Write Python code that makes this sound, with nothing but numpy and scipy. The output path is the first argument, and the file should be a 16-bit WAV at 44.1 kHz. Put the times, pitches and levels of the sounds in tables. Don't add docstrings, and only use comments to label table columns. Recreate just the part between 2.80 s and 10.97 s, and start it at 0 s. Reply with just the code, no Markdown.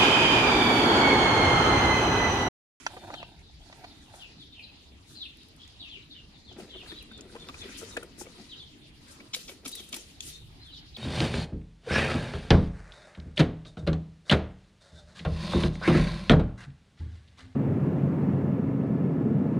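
import sys
import numpy as np
from scipy import signal
from scipy.io import wavfile

SR = 44100
rng = np.random.default_rng(int(sys.argv[2]) if len(sys.argv) > 2 else 0)


def wav_out(sig):
    wavfile.write(sys.argv[1], SR, np.round(np.clip(np.atleast_2d(sig).T, -1, 1) * 32767).astype(np.int16))


def gain_from_decibels(decibels):
    exponent = np.asarray(decibels, float) / 20
    return 10 ** exponent


N = 360297

# frequency in Hz, level in dB per Hz.
AIR_SPECTRUM = [(12, -35), (20, -8.5), (64, 0.5), (171, -6.5), (238, 2.5), (324, -4), (505, -21),
                (725, -18.5), (1380, -24.5), (3750, -18.5), (4430, -19.5), (8400, -39.5), (9660, -24),
                (11500, -39), (14300, -56), (15500, -64)]
AIR_DB = -53
# time in seconds, gain below 140 Hz in dB, gain from 140 to 400 Hz in dB.
TRAFFIC = [(0, 3.5, -2), (.7, 2, -5.5), (2, -1, -4), (3.3, 1, -5), (5, 4, 0), (6.3, 0, -4.5), (7, -3, -5.5),
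           (7.5, 5.5, -3), (8.17, 5, -6)]
# frequency in Hz, likeness (1 = the same).
LIKENESS = [(60, 0.89), (290, 0.83), (640, 0.063), (1400, 0.011)]

# time in seconds, level in dB, left over right in dB.
RUSTLE = [(0, -56.5, -9), (.38, -62, 9), (.5, -99, 1), (.75, -89, 15), (.86, -62, -7), (1.2, -69, -10),
          (1.41, -57, 1), (1.62, -80, 2), (2.5, -74, 4), (2.8, -68, 6), (3.1, -100, 17), (3.9, -73, 7),
          (4.1, -53, 2), (4.35, -73.5, 3), (4.6, -58.5, 3), (4.89, -51, 2.5), (5.1, -50, 4.5),
          (5.28, -65, 8), (5.62, -58.5, 4), (5.9, -77, 14), (6.14, -77.5, 5), (6.3, -56.5, 3),
          (6.6, -71, 3), (8.17, -83, 12)]
# frequency in Hz, level in dB per Hz.
RUSTLE_SPECTRUM = [(900, -1), (1500, -2), (2300, -1), (4000, -3.5), (6000, -4.5), (8000, -8.5),
                   (10000, -16.5), (12000, -18.5), (15500, -40)]
# start in seconds, level in dB, swell in seconds,
# time to fade by 60 dB in seconds.
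SWISHES = [(1.33, -59, 0.034, 0.21), (3.77, -58, 0.025, .3), (4.96, -44, 0.031, 0.12),
           (5.37, -44.5, 0.041, 0.13), (6.3, -55.5, 0.025, 0.1), (2.24, -60, 0.09, 0.25)]
# frequency in Hz, level in dB per Hz.
SWISH_SPECTRUM = [(3500, -19), (4800, -7), (5800, -1.5), (7500, -2), (10000, -9.5), (12000, -12.5),
                  (15500, -19)]
# start in seconds, peak in dB, ring in Hz, left over right in dB.
SNAPS = [(0.593, -54, 5400, -14), (2.571, -52, 9200, 8), (2.633, -42, 3300, 4.5), (2.685, -50, 9000, 10),
         (2.763, -50, 8000, 10), (2.85, -45, 3000, 2), (2.877, -40, 5500, -6.5), (3.727, -48, 5900, 7.5),
         (3.81, -48, 5000, 4), (4.32, -50, 7500, 3), (4.122, -56, 7870, 6), (4.226, -40.5, 9500, 9),
         (4.377, -40, 6450, 3), (4.409, -33, 5900, 2), (4.599, -45, 4950, -1), (4.687, -29, 2570, 2),
         (5.168, -33, 6460, 10), (5.172, -33, 2700, 4), (5.231, -43, 8700, 14), (6.284, -44, 7200, 3.5),
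         (6.315, -44, 7600, -1.5), (7.868, -63, 10000, 2), (8.108, -60, 10000, 2)]

# start in seconds, peak in dB, gain of the modes above 1300 Hz in dB,
# contact length in seconds.
KNOCKS = [(0.065, -13.5, 45, 0.0048), (0.167, -34.5, -5, 0.012), (0.236, -40, -5, 0.015),
          (0.303, -27, -6.5, 0.0054), (0.34, -25.5, 9, 0.0055), (0.429, -28.5, 0, 0.0031),
          (0.099, -45, -8, 0.004), (0.298, -38, -14, 0.004), (0.697, -53, -8, 0.0071),
          (0.899, -45, -4, 0.0053), (0.927, -35, 33, 0.0041), (1.043, -33.5, 0.5, 0.0085),
          (1.337, -37, -1, 0.011)]
# frequency in Hz, level in dB, time to fade by 60 dB in seconds.
TRAY_MODES = [(334, -16, .04), (600, -4, .03), (760, 0, .03), (920, -4, .022), (1464, -2, .012),
              (1750, -2, .011), (2261, -3, .01), (2832, -5, .008), (3500, -7, .007), (4307, -8, .006),
              (5475, -12, .005), (6300, -17, .004)]
# time in seconds, level in dB.
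DRAG = [
    [(.06, -72), (.1, -51), (.2, -56), (.25, -49), (.33, -46.5), (.42, -54.5), (.52, -56), (.65, -77)],
    [(.79, -68), (.87, -64), (1.05, -55), (1.15, -67)],
    [(1.28, -63), (1.36, -56), (1.45, -67), (1.55, -76)],
]
HAND_DAMPING, CELL_DAMPING = 0.24, 0.36

# start in seconds, length in seconds, start pitch in Hz,
# end pitch in Hz, level in dB, left over right in dB.
CHIRPS = [(.16, 0.13, 3630, 3680, -57.5, -0.5), (.31, 0.12, 4320, 2436, -48.5, 4),
          (.37, 0.042, 4730, 3780, -53, 4.5), (.62, 0.085, 4350, 3300, -61.5, 3.5),
          (.8, 0.044, 3230, 3520, -59, 2.5), (1.02, 0.11, 4500, 4360, -60, 3.5),
          (1.1, 0.034, 3620, 3650, -57, -1), (1.385, 0.082, 3720, 2320, -49.5, 4.5),
          (1.57, 0.077, 4540, 3040, -50, 2.5), (1.715, 0.06, 4000, 2910, -52.5, 2),
          (1.76, 0.063, 3000, 2337, -50.5, 0.5), (1.818, 0.039, 4800, 3590, -48.5, 4),
          (1.84, 0.079, 3280, 2290, -58.5, 2), (2.34, 0.059, 4500, 3890, -50, 4),
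          (2.388, 0.06, 4500, 2936, -40, 2), (2.437, 0.033, 3400, 2410, -46, 1.5),
          (2.785, 0.076, 3350, 3120, -54.5, 1), (2.93, 0.035, 3600, 3620, -66, 4),
          (2.985, 0.055, 4600, 2940, -44, 2), (3.025, 0.069, 3040, 2506, -47.5, 5.5),
          (3.085, 0.1, 4010, 2190, -46, 5), (3.3, 0.041, 4400, 3300, -48.5, 3.5),
          (3.34, 0.077, 3300, 2630, -53, 1), (3.52, 0.066, 4340, 3300, -59, 5),
          (3.62, 0.064, 4160, 3990, -61, 0), (3.66, 0.07, 4200, 2880, -53, 5),
          (3.885, 0.08, 3700, 2750, -48, 4), (3.955, 0.04, 4200, 2780, -45.5, 1.5),
          (3.99, 0.04, 3200, 2500, -47, 0), (4.07, 0.056, 4640, 3190, -44.5, 3.5),
          (4.15, 0.05, 3800, 4070, -48.5, 1.5), (4.18, 0.048, 4000, 2215, -50.5, -0.5),
          (4.29, .11, 3920, 3400, -53, 2), (4.58, 0.059, 3750, 3530, -50, 2),
          (4.62, 0.026, 3700, 3020, -61, -1), (4.78, 0.069, 4200, 2980, -47, 3.5),
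          (5.1, 0.052, 4030, 3490, -51.5, 1.5), (5.68, 0.069, 4710, 2676, -45.5, 1),
          (5.76, .09, 4275, 3010, -48, 1.5), (5.85, 0.05, 3800, 2880, -59, 2),
          (6.912, 0.031, 3950, 3940, -43, 4), (6.945, 0.066, 4060, 3094, -46, 1.5),
          (7.5, 0.074, 3990, 3570, -49.5, 4.5), (7.795, 0.044, 4300, 4200, -50.5, 3.5),
          (7.83, 0.1, 3890, 2770, -54, 2), (7.905, 0.065, 4520, 3300, -47.5, 1),
          (7.95, 0.048, 3790, 2804, -52, 1), (8.14, 0.057, 4600, 2600, -42, 1.5)]
SCOOP, SCOOP_S = 0.299, 0.00501
BIRD_TOP_HZ = 4920
FLOCK_DB = -62

# start
# in seconds, thump in dB, cavity in Hz, bubble in Hz, bubble in dB.
SLOSH = [(3.713, -41, 365, 700, -45), (3.782, -30, 360, 770, -41), (3.798, -35, 356, 660, -35),
         (3.821, -35, 217, 770, -48), (3.956, -34.5, 370, 640, -41.5), (4.03, -52, 338, 700, -43),
         (4.061, -47, 328, 1660, -41), (4.119, -32.5, 330, 1750, -35), (4.313, -37.5, 226, 1475, -41),
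         (4.389, -38.5, 416, 1430, -44.5), (4.453, -37.5, 386, 1110, -61), (4.498, -69, 300, 1500, -46),
         (4.55, -31.5, 474, 830, -36), (4.561, -53, 470, 1000, -36.5), (4.642, -46, 295, 2300, -45),
         (4.692, -35, 260, 1140, -30.5), (4.742, -59, 310, 2400, -34), (4.833, -42, 488, 980, -67),
         (4.852, -30.5, 390, 1370, -61), (4.89, -75, 380, 1560, -39), (5.026, -28.5, 455, 1340, -38),
         (5.079, -42, 296, 2060, -50), (5.167, -42, 450, 1660, -19), (5.171, -25, 470, 900, -45),
         (5.227, -37, 483, 1420, -33), (5.014, -60, 397, 1380, -40), (5.411, -31.5, 350, 813, -33),
         (5.465, -38, 504, 2210, -41), (5.596, -34.5, 216, 730, -44), (6.402, -43, 255, 2230, -37),
         (6.562, -39, 510, 2340, -37), (6.691, -40, 550, 2190, -33.5), (6.716, -40, 375, 2180, -44),
         (6.853, -63, 305, 1300, -36), (6.859, -31.5, 270, 2340, -32), (6.998, -41, 360, 2250, -40),
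         (7.131, -37.5, 257, 2410, -34), (7.144, -72, 344, 1160, -44), (7.166, -41, 320, 845, -42)]
SPLASH_DB, SPLASH_S = -4, 0.0055
SWILL_DB, SWILL_SHARE = -38.5, 0.53
SWILL_SWELL_S, SWILL_T60_S = 0.042, 0.48

# start in seconds, peak in dB, length in seconds.
CREAKS = [(6.531, -22.5, 0.014), (6.54, -38, 0.0053), (6.546, -18, 0.002), (6.549, -43, 0.0054),
          (6.675, -34.5, 0.018), (6.846, -29.5, 0.018), (6.863, -55, 0.0035), (6.995, -34.5, 0.0074),
          (7.126, -25.5, 0.0051), (7.135, -40, 0.0055), (7.141, -24, 0.003), (7.172, -53, 0.0028)]
# frequency in Hz, width in Hz, level in dB.
TRIGGER = [(900, 310, -19), (1300, 650, -1), (2230, 110, 15), (3300, 810, 16.5), (4200, 1250, 12),
           (5270, 660, 13.5), (7100, 1600, 3)]
# start in seconds, peak in dB.
SPITS = [(6.543, -32), (6.556, -32.5), (6.875, -30), (6.887, -35), (6.912, -35.5), (6.949, -31.5),
         (6.999, -47), (7.038, -46), (7.086, -40.5), (7.122, -34), (7.14, -30), (7.16, -30)]
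SPIT_S = 0.0078
# frequency in Hz, width in Hz, level in dB.
NOZZLE = [(5400, 9500, 5.5), (10170, 880, 12.5), (13000, 3700, 1.5)]
# start in seconds, level in dB, swell in seconds,
# time to fade by 60 dB in seconds.
MIST = [(6.54, -41.5, 0.0035, 0.54), (6.68, -54.5, .017, 0.22), (6.845, -45.5, 0.011, 0.58),
        (6.95, -54, 0.037, 1.0), (7.125, -47, 0.026, 0.64), (7.405, -46.5, 0.03, 0.53),
        (7.43, -47.5, 0.066, 0.15)]
# frequency in Hz, level in dB per Hz.
MIST_SPECTRUM = [(1500, -5), (2100, -5), (2900, 5), (4000, 2.5), (6000, 4), (8000, -1), (10000, -4.5),
                 (12500, -6.5), (15500, -24)]
VALVE_S, VALVE_HZ, VALVE_DB = 7.405, 3300, -24.5

PORT_HZ, PORT_WIDTH_HZ, PORT_DB = 9800, 1600, -4.5


def rms_one(x):
    return x / np.sqrt(np.mean(x ** 2) + 1e-20)


def in_time(rows, outside=None):
    s, *columns = np.transpose(rows)
    t = np.arange(N) / SR
    return [np.interp(t, s, column, outside, outside) for column in columns]


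def gated(tables):
    return sum(gain_from_decibels(in_time(rows, -200)[0]) for rows in tables)


def swells(rows):
    t, out = np.arange(N) / SR, 0
    for s, db, swell_s, t60 in rows:
        progress = np.clip((t - s) / swell_s, 0, 1)
        fade_db = -60 * np.maximum(t - s - swell_s, 0) / t60
        out = out + gain_from_decibels(db + fade_db) * np.sin(progress * np.pi / 2) ** 2
    return out


def at_hz(points, hz):
    points = np.array(points)
    return np.interp(np.log(hz), np.log(points[:, 0]), points[:, 1])


def drift(rate):
    r = np.exp(-80 * np.pi * rate / SR)
    noise = rng.standard_normal(N // 40 + 2002)
    slow = signal.lfilter([1], [1, -2 * r, r * r], noise)[2000:]
    return np.interp(np.arange(N) / 40, np.arange(len(slow)), rms_one(slow))


def resonate(x, hz, width_hz):
    r = np.exp(-np.pi * width_hz / SR)
    poles = [1, -2 * r * np.cos(2 * np.pi * hz / SR), r * r]
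    return signal.lfilter([(1 - r * r) / 2, 0, (r * r - 1) / 2], poles, x + 1e-18)


def body(x, peaks):
    return sum((-1) ** k * gain_from_decibels(db) * resonate(x, hz, width) for k, (hz, width, db) in enumerate(peaks))


def ringing(hz, t60, rise=0., length=.12):
    t = np.arange(int(length * SR)) / SR
    return np.sin(2 * np.pi * hz * t * (1 + rise * t / t60)) * gain_from_decibels(-60 * t / t60)


def burst(length_s, peaks, per_s):
    t = np.arange(1600) / SR / max(length_s, .0005)
    clicks = rng.standard_normal(1600) * (rng.random(1600) < per_s / SR)
    x = body(clicks * t * np.exp(-t ** 2), peaks)
    return x / (np.abs(x).max() + 1e-12)


def grains(per_s, spread_db):
    size_db = spread_db * np.minimum(rng.exponential(1, (2, N)), 5)
    size = gain_from_decibels(size_db) * rng.choice([-1, 1], (2, N))
    return size * (rng.random((2, N)) < per_s / SR)


def banded(white, spectrum, patchy_db, bass_db=(0, 0)):
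    out, edges = 0, 20 * 2 ** np.arange(0, 9.8, .5)
    for k, (low, high) in enumerate(zip(edges, edges[1:])):
        hz = np.sqrt(low * high)
        if hz < spectrum[0][0]:
            continue
        band = signal.butter(2, [low, high], "band", fs=SR, output="sos")
        mid, side = signal.sosfilt(band, white[k % 2])
        alike = np.clip(at_hz(LIKENESS, hz), -1, 1)
        flicker_db = patchy_db * drift(9)
        swell_db = bass_db[int(hz > 140)] * (hz < 400)
        gain = gain_from_decibels(at_hz(spectrum, hz) + flicker_db + swell_db)
        out = out + gain * (np.sqrt(1 + alike) * mid + np.sqrt(1 - alike) * side * [[1], [-1]])
    return rms_one(out)


def add(out, s, sound, pan_db, lag=0):
    for ch, (shift, side) in enumerate([(max(lag, 0), .5), (max(-lag, 0), -.5)]):
        i = round(s * SR) + shift
        out[ch, i:i + len(sound)] += gain_from_decibels(side * pan_db) * sound[:max(N - i, 0)]


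def walls(x, t60, gap_s):
    t = np.arange(int(.6 * SR)) / SR
    tail = rng.standard_normal((2, len(t))) * gain_from_decibels(-60 * t / t60) * (t > gap_s)
    tail = tail / np.sqrt(np.sum(tail ** 2, axis=1, keepdims=True))
    return signal.fftconvolve(x, tail, axes=1)[:, :N]


def open_air():
    white = rng.standard_normal((2, 2, N))
    return gain_from_decibels(AIR_DB) * banded(white, AIR_SPECTRUM, patchy_db=3.5, bass_db=in_time(TRAFFIC))


def rustle():
    rubs = np.stack([grains(6000, 2.5), grains(6000, 3.5)])
    level_db, side_db = in_time(RUSTLE)
    out = gain_from_decibels(level_db + side_db * [[.5], [-.5]]) * banded(rubs, RUSTLE_SPECTRUM, patchy_db=3.5)
    swish = banded(rng.standard_normal((2, 2, N)), SWISH_SPECTRUM, patchy_db=1)
    out += swells(SWISHES) * swish * gain_from_decibels([[3.0], [-3.0]])
    for s, db, hz, pan_db in SNAPS:
        peaks = [(hz, 1800, 0), (1.4 * hz, 3000, -6), (0.6 * hz, 2500, -5)]
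        add(out, s, gain_from_decibels(db) * burst(0.0011, peaks, 36000), pan_db, lag=-round(pan_db))
    return out


def tray_rings(bright_db):
    rings = 0
    for (hz, db, t60), (louder, sharper) in zip(TRAY_MODES, rng.normal(0, 1, (len(TRAY_MODES), 2))):
        level_db = db + 2 * louder + bright_db * (hz > 1300) - 9 * (hz < 400)
        damping = HAND_DAMPING if hz > 1300 else CELL_DAMPING
        rings = rings + gain_from_decibels(level_db) * ringing(hz * (1 + .06 * sharper), damping * t60)
    return rings


def tray():
    out = np.zeros((2, N))
    thin = signal.butter(3, [540, 6500], "band", fs=SR, output="sos")
    for s, db, bright_db, length_s in KNOCKS:
        rings = tray_rings(bright_db)
        t = np.arange(800) / SR / max(length_s, .001)
        contact = rng.standard_normal(800) * np.exp(-t ** 2) * (rng.random(800) < .35)
        contact[0] = 3.1
        if bright_db < 0:
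            contact = np.convolve(contact, np.hanning(16))
        hit = signal.sosfilt(thin, np.convolve(rings, contact))
        add(out, s, gain_from_decibels(db) * hit / np.abs(hit).max(), -1.6, lag=8)
    grit = grains(2200, 3.5)[0] * gain_from_decibels(2 * drift(40))
    peaks = []
    for hz, db, t60 in TRAY_MODES:
        tilt_db = -13.6 * np.log2(hz / 760) * (hz > 800) + 14.0 * (hz < 400)
        peaks.append((hz, 4 / t60, db + tilt_db))
    scrape = body(grit, peaks)
    scrape -= resonate(scrape, 448, 230)
    add(out, 0, gated(DRAG) * rms_one(scrape), -1.5, lag=4)
    return out


def calls(rows, trill_hz, trill_depth, throb_db):
    out, wobble = np.zeros((2, N)), [drift(trill_hz) for k in range(3)]
    for s, length_s, start_hz, end_hz, db, pan_db in rows:
        u = np.linspace(0, 1, int(length_s * SR))
        waver, other, pulse = (np.resize(w[round(s * SR):], len(u)) for w in wobble)
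        scoop = SCOOP * start_hz * np.exp(-u * length_s / SCOOP_S)
        glide = start_hz + (end_hz - start_hz) * u ** .9 - scoop
        main = np.sin(2 * np.pi * np.cumsum(glide * (1 + trill_depth * waver)) / SR)
        upper = np.sin(2 * np.pi * np.cumsum(1.17 * glide * (1 + trill_depth * other)) / SR)
        shape = np.sin(np.pi * u ** 1.3) ** .6 * gain_from_decibels(throb_db * pulse)
        add(out, s, gain_from_decibels(db) * shape * (main + 0.42 * upper), pan_db, lag=-round(2 * pan_db))
    top = signal.butter(8, BIRD_TOP_HZ, fs=SR, output="sos")
    return signal.sosfilt(top, out + 1e-18)


def flock(count):
    s, length, top, drop, db, pan = rng.random((count, 6)).T
    start_hz, end_hz = 3600 + 1200 * top, 4400 - 1800 * drop
    return np.transpose([8.1 * s, .05 + .1 * length, start_hz, end_hz, FLOCK_DB + 4 * db, 10 * pan - 5])


def sparrows():
    birds = calls(CHIRPS, trill_hz=160, trill_depth=.028, throb_db=4)
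    far = calls(flock(count=120), trill_hz=110, trill_depth=.045, throb_db=3.5)
    early = gain_from_decibels(-1.5) * walls(birds, t60=0.09, gap_s=0.002)
    late = gain_from_decibels(-4) * walls(birds + far, t60=0.32, gap_s=0.028)
    return birds + early + late


def bottle():
    out = np.zeros((2, N))
    soft = np.minimum(np.arange(int(.12 * SR)) / (.007 * SR), 1)
    splash_peaks = [(566, 91, 1.1), (1270, 1100, 6.2), (1720, 1380, 5.1), (2600, 540, 4.3)]
    for s, db, cavity_hz, bubble_hz, bubble_db in SLOSH:
        thump = ringing(cavity_hz, .065) + .4 * ringing(.6 * cavity_hz, .05)
        thump = soft * (thump + .35 * ringing(1.3 * cavity_hz, .04))
        bubble = soft ** .3 * ringing(bubble_hz, .03, rise=.07)
        splash = burst(SPLASH_S, splash_peaks, 4000)
        add(out, s, gain_from_decibels(db) * thump + gain_from_decibels(bubble_db) * bubble, 2.5, lag=-6)
        add(out, s, gain_from_decibels(bubble_db + SPLASH_DB) * splash, 2.5, lag=-8)
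    slaps = signal.lfilter([1], [1, -1.7, .7225], grains(700, 2.8)[0])
    patter = body(slaps, [(212, 16, 1), (357, 31, 1.0), (470, 95, -2.5),
                          (700, 700, -12.5), (1300, 560, -10.5), (2300, 730, -7.5)])
    swill_rows = [(s - SWILL_SWELL_S, SWILL_DB + SWILL_SHARE * db, SWILL_SWELL_S, SWILL_T60_S)
                  for s, db, *_ in SLOSH]
    add(out, 0, swells(swill_rows) * rms_one(patter), 2.5)
    return out


def sprayer():
    out = np.zeros((2, N))
    for s, db, length_s in CREAKS:
        add(out, s, gain_from_decibels(db) * burst(length_s, TRIGGER, 5900), 2.5, lag=-3)
    for s, db in SPITS:
        add(out, s, gain_from_decibels(db) * burst(SPIT_S, NOZZLE, 20000), 3.5, lag=1)
    tick = burst(.002, [(VALVE_HZ, 350, 0), (2 * VALVE_HZ, 350, 3)], 20000)
    add(out, VALVE_S, gain_from_decibels(VALVE_DB) * tick, 5, lag=-3)
    drops = np.stack([grains(14000, 2.7), grains(14000, 3.5)])
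    mist = swells(MIST) * banded(drops, MIST_SPECTRUM, patchy_db=3.0)
    return out + mist * gain_from_decibels([[1.0], [-1.0]])


def scene():
    near = rustle() + tray() + bottle() + sprayer()
    treble = signal.butter(2, 900, "high", fs=SR, output="sos")
    scatter = gain_from_decibels(-7) * signal.sosfilt(treble, walls(near, t60=.04, gap_s=.0015))
    return near + scatter + sparrows() + open_air()


def band_limit(x):
    return signal.sosfilt(signal.butter(12, 15830, fs=SR, output="sos"), x)


def record(dry):
    lifted = dry + gain_from_decibels(PORT_DB) * resonate(dry, PORT_HZ, PORT_WIDTH_HZ)
    top_cut = signal.cheby2(12, 60, 15900, fs=SR, output="sos")
    return band_limit(signal.sosfilt(top_cut, lifted))


dry = scene()
out = record(dry)
wav_out(out)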